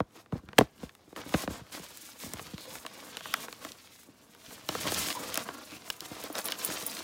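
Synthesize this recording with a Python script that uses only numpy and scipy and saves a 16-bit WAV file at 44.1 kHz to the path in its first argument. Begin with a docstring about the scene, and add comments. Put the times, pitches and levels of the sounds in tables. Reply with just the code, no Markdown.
"""Dull knocks come first, as a hand bumps around in a stiff paper gift bag, close by in a small room.
The card walls snap and crinkle, skin and cloth slide over the paper, and the air in the bag rings.
Later, plastic hair clips click together, and near the end metal trinkets clink as they are pulled out."""
import sys
import numpy as np
from scipy import signal
from scipy.fft import rfft, irfft, next_fast_len
from scipy.io import wavfile
from scipy.ndimage import map_coordinates

SR = 44100
rng = np.random.default_rng(int(sys.argv[2]) if len(sys.argv) > 2 else 0)


def pcm_store(signal):
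    """Save signal as 16-bit PCM."""
    levels = np.round(np.clip(np.atleast_2d(signal), -1, 1) * 32767)
    wavfile.write(sys.argv[1], SR, levels.astype(np.int16).T)


N = 310023


def amp(db):
    return 10 ** (np.asarray(db) / 20)


def unit(x):
    return x / np.sqrt(np.mean(x ** 2) + 1e-20)


def burst(x):
    """Scale a short sound to the energy of one millisecond at an average (rms) level of 1."""
    return x * np.sqrt(SR / 1000 / np.sum(x ** 2))


def along(points, hz):
    """Read between (Hz, value) points, giving each octave about equal space."""
    freqs, values = np.transpose(points)
    return np.interp(np.log(hz + 1), np.log(freqs), values)


def wobble(rate):
    """A smooth curve through `rate` random points a second."""
    return map_coordinates(rng.standard_normal(int(N * rate / SR) + 4), [np.arange(N) * rate / SR])


def filtered(x, response):
    """Scale and delay each frequency of x as response(hz) says."""
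    size = next_fast_len(N + SR // 2)
    return irfft(rfft(x, size) * response(np.fft.rfftfreq(size, 1 / SR)), size)[:N]


def add(track, start, sound):
    """Mix a sound in at `start` seconds."""
    i = max(0, round(start * SR))
    track[i:i + len(sound)] += sound[:len(track) - i]


def lowpass(hz, edge_hz):
    """Turn down the treble above the edge."""
    return 1 / (1 + 1j * hz / edge_hz - (hz / edge_hz) ** 2)


def highpass(hz, edge_hz):
    """Turn down the bass below the edge."""
    return (hz / edge_hz) ** 2 * lowpass(hz, edge_hz)


# The tone of the background. Each row: frequency in Hz, relative level in dB.
BACKGROUND_TONE = [(20, -25.5), (90, 1.5), (300, 1), (1000, -10), (4000, -28.5), (16000, -35)]


def background():
    """The quiet room: a steady, low rush of noise."""
    return unit(filtered(rng.standard_normal(N), lambda hz: amp(along(BACKGROUND_TONE, hz))))


# The room's echo. 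Each row: frequency in Hz, seconds to fade by 60 dB (called t60).
ROOM_FADE = [(150, 0.23), (1500, 0.32), (6000, 0.27), (15000, 0.097)]


def room(x):
    """A small furnished room adds a short echo whose treble dies first."""
    hz, t, spectrum = signal.stft(rng.standard_normal(SR // 2), SR, nperseg=256)
    tail = signal.istft(spectrum * amp(-60 * t / along(ROOM_FADE, hz)[:, None]), SR, nperseg=256)[1]
    return signal.fftconvolve(x, np.pad(tail, (SR // 250, 0)) / np.linalg.norm(tail))[:N]


# The notes of the air in the bag. Each row: pitch in Hz, width in Hz, relative level in dB.
BAG_AIR_NOTES = [(303, 43, 1.5), (491, 56, -1.5), (637, 72, -2.5), (1082, 220, -5), (1513, 480, -11),
                 (3450, 2000, -8)]


def hollow(hz):
    """The direct sound plus the air ringing inside the bag."""
    return 1 + sum(amp(db) * 1j * hz * width / (centre ** 2 - hz ** 2 + 1j * hz * width)
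                   for centre, width, db in BAG_AIR_NOTES)


def bending(hz, travel):
    """Ripples in card carry treble faster than bass; a larger `travel` spreads them further apart."""
    return np.exp(-2j * np.pi * travel * (2 * np.sqrt(1000 * hz) - hz / 5))


def tap(db, low_hz, high_hz, travel, echo=0.73, crumple_db=-13, crumple_t60=0.055, ring_db=-5):
    """A blow runs through the card as a falling chirp, returns from the folds and stirs the fibres."""
    t = np.arange(SR // 5) / SR
    hz = np.fft.rfftfreq(len(t), 1 / SR)
    bag = (1 + amp(ring_db) * (hollow(hz) - 1)) * highpass(hz, 61.1)
    path = travel * np.exp(0.041 * rng.standard_normal())
    folds = sum(echo / k * rng.choice([-1, 1]) * bending(hz, path * (1 + k * rng.uniform(0.791, 1.6)))
                for k in range(1, 4))
    fibres = rng.standard_normal(len(t)) * amp(-60 * t / crumple_t60)
    crumple = amp(crumple_db) * rfft(fibres) / np.linalg.norm(fibres)
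    wave = bending(hz, path) * (1 + crumple) + folds
    return amp(db) * burst(irfft(wave * highpass(hz, low_hz) * lowpass(hz, high_hz) * bag, len(t)))


# A finger drags on the card. Each row: time of the loudest moment in seconds, length in seconds,
# pitch in Hz, width in Hz, level in dB.
FINGER_DRAGS = [(0.183, 0.069, 328, 60, -59), (1.546, 0.12, 7400, 1500, -56), (2.623, 0.13, 4120, 900, -52),
                (2.688, 0.12, 509, 30, -49), (3.31, 0.23, 3230, 910, -47.5), (5.167, 0.037, 990, 149, -38),
                (5.736, 0.1, 2560, 400, -53)]


def drags():
    """A finger sticks and slips at a loosely held rate, making a rasp that swells and fades."""
    out, t = np.zeros(N), np.arange(N) / SR
    for middle, length, pitch_hz, width_hz, db in FINGER_DRAGS:
        rasp = filtered(rng.standard_normal(N), lambda hz: 1 / (1 + ((hz - pitch_hz) / width_hz * 2) ** 2))
        out += amp(db) * unit(rasp) * np.cos(np.pi * np.clip((t - middle) / length, -.5, .5))
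    return out


def crinkles(rubbing_db, per_second=17, above_db=10, scatter_db=3, pitch_hz=790, scatter_octaves=1.79):
    """Small creases give way at random, louder when the rubbing that bends them is louder."""
    out = np.zeros(N)
    reach = 2 ** (1.24 / 2)  # each crinkle is 1.24 octaves wide
    for when, size, pitch in rng.random((int(per_second * N / SR), 3)):
        hz = pitch_hz * 2 ** (scatter_octaves * (2 * pitch - 1))
        db = rubbing_db[int(when * N)] + above_db + scatter_db * (2 * size - 1)
        add(out, when * N / SR, tap(db, hz / reach, hz * reach, travel=.0016))
    return out


# The notes of a hair clip. Each row: pitch in Hz, relative level in dB.
CLIP_NOTES = [(1650, -7.5), (2930, -1), (4000, -9), (5300, -6)]
# The clips knock together. Each row: start in seconds, level in dB.
CLIP_HITS = [(3.17, -33), (4.69, -22.5), (5.9014, -21.5), (6.524, -27.5)]


def hair_clips(t60=0.015):
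    """Hard plastic rings for only a few milliseconds."""
    out, t = np.zeros(N), np.arange(SR // 10) / SR
    ring = sum(amp(level - 60 * t / t60) * np.sin(2 * np.pi * hz * t) for hz, level in CLIP_NOTES)
    for start, db in CLIP_HITS:
        add(out, start, amp(db) * burst(ring))
    return out


# The notes of a trinket. Each row: pitch in Hz, relative level in dB, seconds to fade by 60 dB.
TRINKET_NOTES = [(6940, -10, 0.035), (9500, 2.5, 0.021), (9900, -3, 0.02), (10860, -4, 0.024),
                 (10940, -3, 0.026), (12800, -1.5, 0.05), (13900, -21, .05), (15122, -6, 0.077)]
# The trinkets touch. Each row: start in seconds, level in dB.
TRINKET_HITS = [(6.327, -34.5), (6.383, -34), (6.406, -34), (6.456, -23), (6.462, -32), (6.476, -29),
                (6.504, -36), (6.648, -16.5), (6.6595, -28), (6.865, -20), (6.878, -32)]


def trinkets(tick_db=1, tick_t60=0.0077, jingle_db=-35, jingle_count=28):
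    """Metal ticks and rings a little differently at each touch, over a faint, lower jingle of chain."""
    out, t = np.zeros(N), np.arange(SR // 5) / SR
    clinks = [(start, db, 1) for start, db in TRINKET_HITS]
    jingle = [(rng.uniform(6.35, 7), jingle_db + rng.normal(0, 2.2), rng.uniform(0.28, 1))
              for _ in range(jingle_count)]
    for start, db, pitch_ratio in clinks + jingle:
        ring = np.zeros(len(t))
        for hz, level, t60 in TRINKET_NOTES:
            fade = amp(level + rng.normal(0, 4.1) - 60 * t / t60)
            note_hz = pitch_ratio * hz * rng.normal(1, 0.0055)
            ring += fade * np.sin(2 * np.pi * (note_hz * t + rng.random()))
        tick = amp(tick_db - 60 * t / tick_t60) * np.diff(rng.standard_normal(len(t) + 1))
        add(out, start, amp(db) * burst(ring + tick))
    return out


# Light contact that never stops. Each row: time in seconds, level in dB.
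LIGHT_CONTACT = [(0, -74), (0.45, -76), (0.72, -71.5), (1.1, -68), (1.65, -61), (2.4, -56), (3.55, -55.5),
                 (4.15, -67.5), (4.65, -55.5), (5.0, -43), (5.65, -55.5), (5.98, -58.5), (6.5, -52),
                 (7.03, -56)]
# The hand slides over the card. Each row: start in seconds, length in seconds, seconds to rise the
# last 20 dB before the start, then level, swell, weight of the touch and wall flutter, all in dB.
HAND_STROKES = [(0.166, 0.03, 0.063, -56, 0, 3.5, -76), (0.329, 0.048, 0.022, -61.5, 1, 11, -51),
                (0.486, 0.077, 0.065, -69, -0.5, 11, -55), (0.598, 0.032, 0.03, -41.5, -9, 4.5, -50),
                (0.837, 0.027, .1, -53.5, -4.5, 1, -51), (1.167, 0.048, 0.012, -48, -4, 8.5, -58),
                (1.255, .07, 0.11, -53, 5.5, 1.5, -51), (1.34, 0.086, .02, -44.5, 3.5, -0.5, -58),
                (1.506, 0.092, .03, -48.5, -5.5, 8, -49), (1.723, 0.23, 0.0089, -43.5, -15, -3, -56),
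                (1.97, 0.16, 0.089, -54, -5.5, -11.5, -83), (2.228, 0.036, 0.073, -45, -2, -8, -63),
                (2.321, 0.17, 0.091, -51, -2.5, -2, -52), (2.714, 0.062, 0.18, -49.5, 1, -2, -55.5),
                (2.914, 0.28, 0.059, -55.5, -1, 1.5, -78), (3.248, .2, 0.094, -54, 7, -1, -67),
                (3.624, 0.095, 0.079, -52.5, -4.5, -0.5, -64), (3.827, 0.21, 0.3, -63, -1, -15, -78),
                (4.494, 0.059, 0.13, -50.5, -3.5, -5, -59), (4.685, 0.24, .01, -45, 8, -0.5, -56),
                (4.967, 0.15, 0.069, -34, -6, -5.5, -46), (5.16, 0.26, .05, -48.5, 4, 3, -62),
                (5.468, 0.16, 0.055, -53, -5, 7, -74), (5.712, 0.063, 0.032, -50.5, -4, 0, -55),
                (5.869, 0.066, 0.086, -55, -1.5, -1.5, -69), (6.017, 0.25, .008, -52.5, 5.5, 0.5, -67),
                (6.356, 0.042, 0.055, -43, -1, 5, -60), (6.459, 0.081, 0.023, -44.5, -3.5, 5.5, -70),
                (6.621, 0.18, 0.076, -40.5, -1.5, -2, -63), (6.826, 0.25, 0.042, -45.5, 1, -1.5, -62)]


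def touch(release_db_per_s=399, contact_weight_db=0.5, contact_flutter_db=-11):
    """The sliding hand's level, weight and wall flutter in dB: strokes rise, swell or fade, and let go."""
    t = np.arange(N) / SR
    power = amp(np.interp(t, *np.transpose(LIGHT_CONTACT))) ** 2
    weighted = power * contact_weight_db
    flutter = power * amp(contact_flutter_db) ** 2
    for start, length, rise, db, swell_db, weight_db, flutter_db in HAND_STROKES:
        attack = 20 * np.minimum(t - start, 0) / rise
        swell = swell_db * np.clip((t - start) / length, 0, 1)
        release = release_db_per_s * np.maximum(t - start - length, 0)
        shape = amp(attack + swell - release) ** 2
        stroke = amp(db) ** 2 * shape
        power += stroke
        weighted += stroke * weight_db  # louder strokes count for more in the average weight
        flutter += amp(flutter_db) ** 2 * shape
    return 10 * np.log10(power), weighted / power, 10 * np.log10(flutter)


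def friction(tone, per_second, spread_db, hiss_db, uneven_db=2):
    """Tiny slips of scattered size and a smooth sliding hiss spread through the card."""
    sizes = amp(spread_db * np.clip(rng.standard_normal(N), -2, 2)) * rng.choice([-1, 1], N)
    slips = unit(sizes * (rng.random(N) < per_second / SR))
    drive = slips + amp(hiss_db) * rng.standard_normal(N)
    sound = filtered(drive, lambda hz: amp(along(tone, hz)) * bending(hz, 0.001982) * hollow(hz))
    return unit(sound) * amp(uneven_db * wobble(55))


def between_walls(x, strength=0.12, count=10):
    """Short echoes between hand and walls come and go as the hand moves, shifting the tone."""
    delays = rng.uniform(.0004, .005, count)
    echoes = sum(wobble(9) * np.pad(x, (round(delay * SR), 0))[:N] for delay in delays)
    return (x + strength * echoes) / np.sqrt(1 + count * strength ** 2)


# The four tones of rubbing, from low to high. 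Each row: frequency in Hz, relative level in dB.
FLUTTER_TONE = [(20, -47), (45, -13.5), (80, -6.5), (180, -4.5), (250, -8), (400, -23.5), (900, -68)]
BODY_TONE = [(100, -29.5), (200, 1), (290, -1), (520, -2), (800, -2.5), (1250, -3), (1650, -7),
             (2600, -16.5), (6000, -62)]
SCRAPE_TONE = [(600, -43), (1300, -8), (1700, -4), (2200, -1), (3300, -2), (5500, -2.5), (7000, -10.5),
               (12000, -48.5)]
FIZZ_TONE = [(3000, -25), (5200, -8), (6500, 0.5), (9000, -1.5), (12000, -3.5), (15500, -4.5), (17000, -28)]


def rubbing(level_db, weight_db, flutter_db):
    """Walls flutter and the grain scrapes; a heavy touch brings out the card's body and dulls the fizz."""
    flutter = friction(FLUTTER_TONE, per_second=90, spread_db=3, hiss_db=-3.5)
    body = friction(BODY_TONE, per_second=200, spread_db=2.5, hiss_db=1)
    scrape = friction(SCRAPE_TONE, per_second=140, spread_db=6, hiss_db=5.5)
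    fizz = friction(FIZZ_TONE, per_second=260, spread_db=8, hiss_db=6.5, uneven_db=3)
    return between_walls(amp(flutter_db - 0.5) * flutter
                         + amp(level_db + weight_db - 1.8) * body
                         + amp(level_db - 1.63) * scrape
                         + amp(level_db - 0.45 * weight_db - 3.5) * fizz)


# A crease snaps or an item raps the card. Each row: start in seconds, knock level in dB,
# pitch in Hz, width in octaves, crack level in dB.
CARD_SNAPS = [(0.26, -46.5, 700, 2.4, -75), (0.3232, -38.5, 1200, 1.3, -63), (0.488, -37, 500, 4.1, -70),
              (0.531, -35, 700, 3, -66), (0.5827, -10.5, 1650, 1.3, -39), (0.5855, -7.5, 1000, 2.7, -44),
              (0.5872, -28, 7950, 0.87, -15.5), (0.893, -40.5, 1880, 1, -75),
              (0.951, -47.5, 1500, 1.8, -48.5), (1.162, -31.5, 840, 3.4, -51),
              (1.34, -22.5, 1800, 1.4, -50), (1.3447, -20.5, 1400, .6, -51), (1.476, -29.5, 1290, 1.1, -60),
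              (1.973, -41, 4000, 3, -37), (2.336, -37, 1000, 2.4, -26.5), (2.394, -29.5, 920, 2.1, -49),
              (2.58, -34, 600, 5.2, -56), (2.754, -33, 1100, 2.1, -39), (2.85, -31.5, 560, 2.6, -51),
              (2.864, -28, 1590, 2.3, -38), (3.17, -28.5, 1400, 4.7, -50), (3.207, -34.5, 1200, 2, -57),
              (3.256, -28.5, 1140, 1, -57), (3.3398, -15, 1520, 0.15, -19), (3.483, -30, 705, 2.5, -72),
              (3.527, -32.5, 1000, 4.5, -43), (3.649, -28.5, 545, 3.6, -35.5), (3.719, -35, 4900, .5, -52),
              (4.349, -45, 890, 2.4, -48.5), (4.689, -26, 1100, 3.8, -28), (4.751, -21, 556, 2.1, -32),
              (4.873, -23.5, 1410, 2.5, -33), (4.92, -28, 900, 1.4, -25.5), (4.945, -23, 5200, .8, -44),
              (5.103, -24.5, 1870, 2.3, -44), (5.343, -30, 4400, 1.2, -23.5),
              (5.356, -24.5, 2900, 3.1, -42), (5.375, -21, 654, 3.5, -19), (5.488, -25, 550, 2.8, -55),
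              (5.9026, -27, 1740, 3.2, -23.5), (6.006, -29.5, 4470, .2, -35),
              (6.239, -28.5, 380, 0.87, -30), (6.273, -42, 1600, .5, -52), (6.3, -27, 450, 0.73, -46),
              (6.354, -30, 1210, 4.4, -43), (6.382, -27, 1400, 5.2, -43), (6.389, -26, 840, 0.74, -26.5),
              (6.485, -25, 2100, 2.2, -44), (6.521, -23, 3100, .2, -29)]


def snaps(crack_t60=.006):
    """The card knocks around the snap's pitch, topped by a dry crack."""
    out, t = np.zeros(N), np.arange(SR // 5) / SR
    hz = np.fft.rfftfreq(len(t), 1 / SR)
    for start, db, pitch_hz, octaves, crack_db in CARD_SNAPS:
        reach = 2 ** (octaves / 2)
        knock = tap(db, pitch_hz / reach, pitch_hz * reach,
                    travel=.0018, echo=0.67, crumple_db=-12, ring_db=2.5)
        noise = rng.standard_normal(len(t)) * amp(-60 * t / crack_t60)
        crack = irfft(rfft(noise) * highpass(hz, 3500), len(t))
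        add(out, start, knock + amp(crack_db) * burst(crack))
    return out


# The hand bumps a wall of the bag. Each row: start in seconds, knock level in dB,
# treble edge in Hz (higher is a harder touch), level of the soft push in dB.
HAND_BUMPS = [(0.0031, -13.5, 840, -23), (0.324, -24.5, 505, -17), (0.353, -29.5, 380, -26),
              (0.432, -40, 130, -36), (0.5864, -3, 640, -21), (0.6094, -6.5, 554, -21),
              (0.831, -27.5, 402, -29.5), (1.076, -42, 301, -57), (1.127, -35.5, 483, -46),
              (1.261, -32, 400, -48), (1.341, -12, 530, -14), (1.436, -27, 630, -29),
              (1.476, -21, 560, -26), (1.505, -29.5, 282, -28), (1.607, -41, 200, -33.5),
              (1.796, -34.5, 370, -38), (2.238, -34, 200, -35), (2.261, -35, 460, -36),
              (2.335, -33.5, 500, -31.5), (2.534, -31, 263, -27.5), (4.085, -40, 300, -54),
              (4.6908, -21.5, 990, -31), (4.865, -22.5, 600, -36), (4.921, -27, 700, -38),
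              (5.069, -30.5, 360, -41), (6.113, -30, 280, -54)]


def bumps(push_delay_s=0.0045):
    """A dull knock on the wall, then a soft, deep push as the wall sways after the blow."""
    out = np.zeros(N)
    for start, db, edge_hz, push_db in HAND_BUMPS:
        add(out, start, tap(db, low_hz=125, high_hz=edge_hz, travel=.002, echo=0.49, ring_db=-3.5))
        add(out, start + push_delay_s, tap(push_db, low_hz=62, high_hz=190, travel=.0017, echo=.3))
    return out


def scene():
    """The bag close by, a trace of the room's echo and its quiet background."""
    level_db, weight_db, flutter_db = touch()
    quiet = amp(-65.5) * background()
    bag = bumps() + snaps() + rubbing(level_db, weight_db, flutter_db) + drags()
    bag += hair_clips() + trinkets() + crinkles(level_db)
    return (bag + amp(-33.5) * room(bag) + quiet)[None]


def record(dry, bass_hz=48, top_hz=16100):
    """The microphone loses the deepest bass and the very highest treble."""
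    return filtered(dry[0], lambda hz: highpass(hz, bass_hz) / np.sqrt(1 + (hz / top_hz) ** 160))[None]


dry = scene()
out = record(dry)
pcm_store(out)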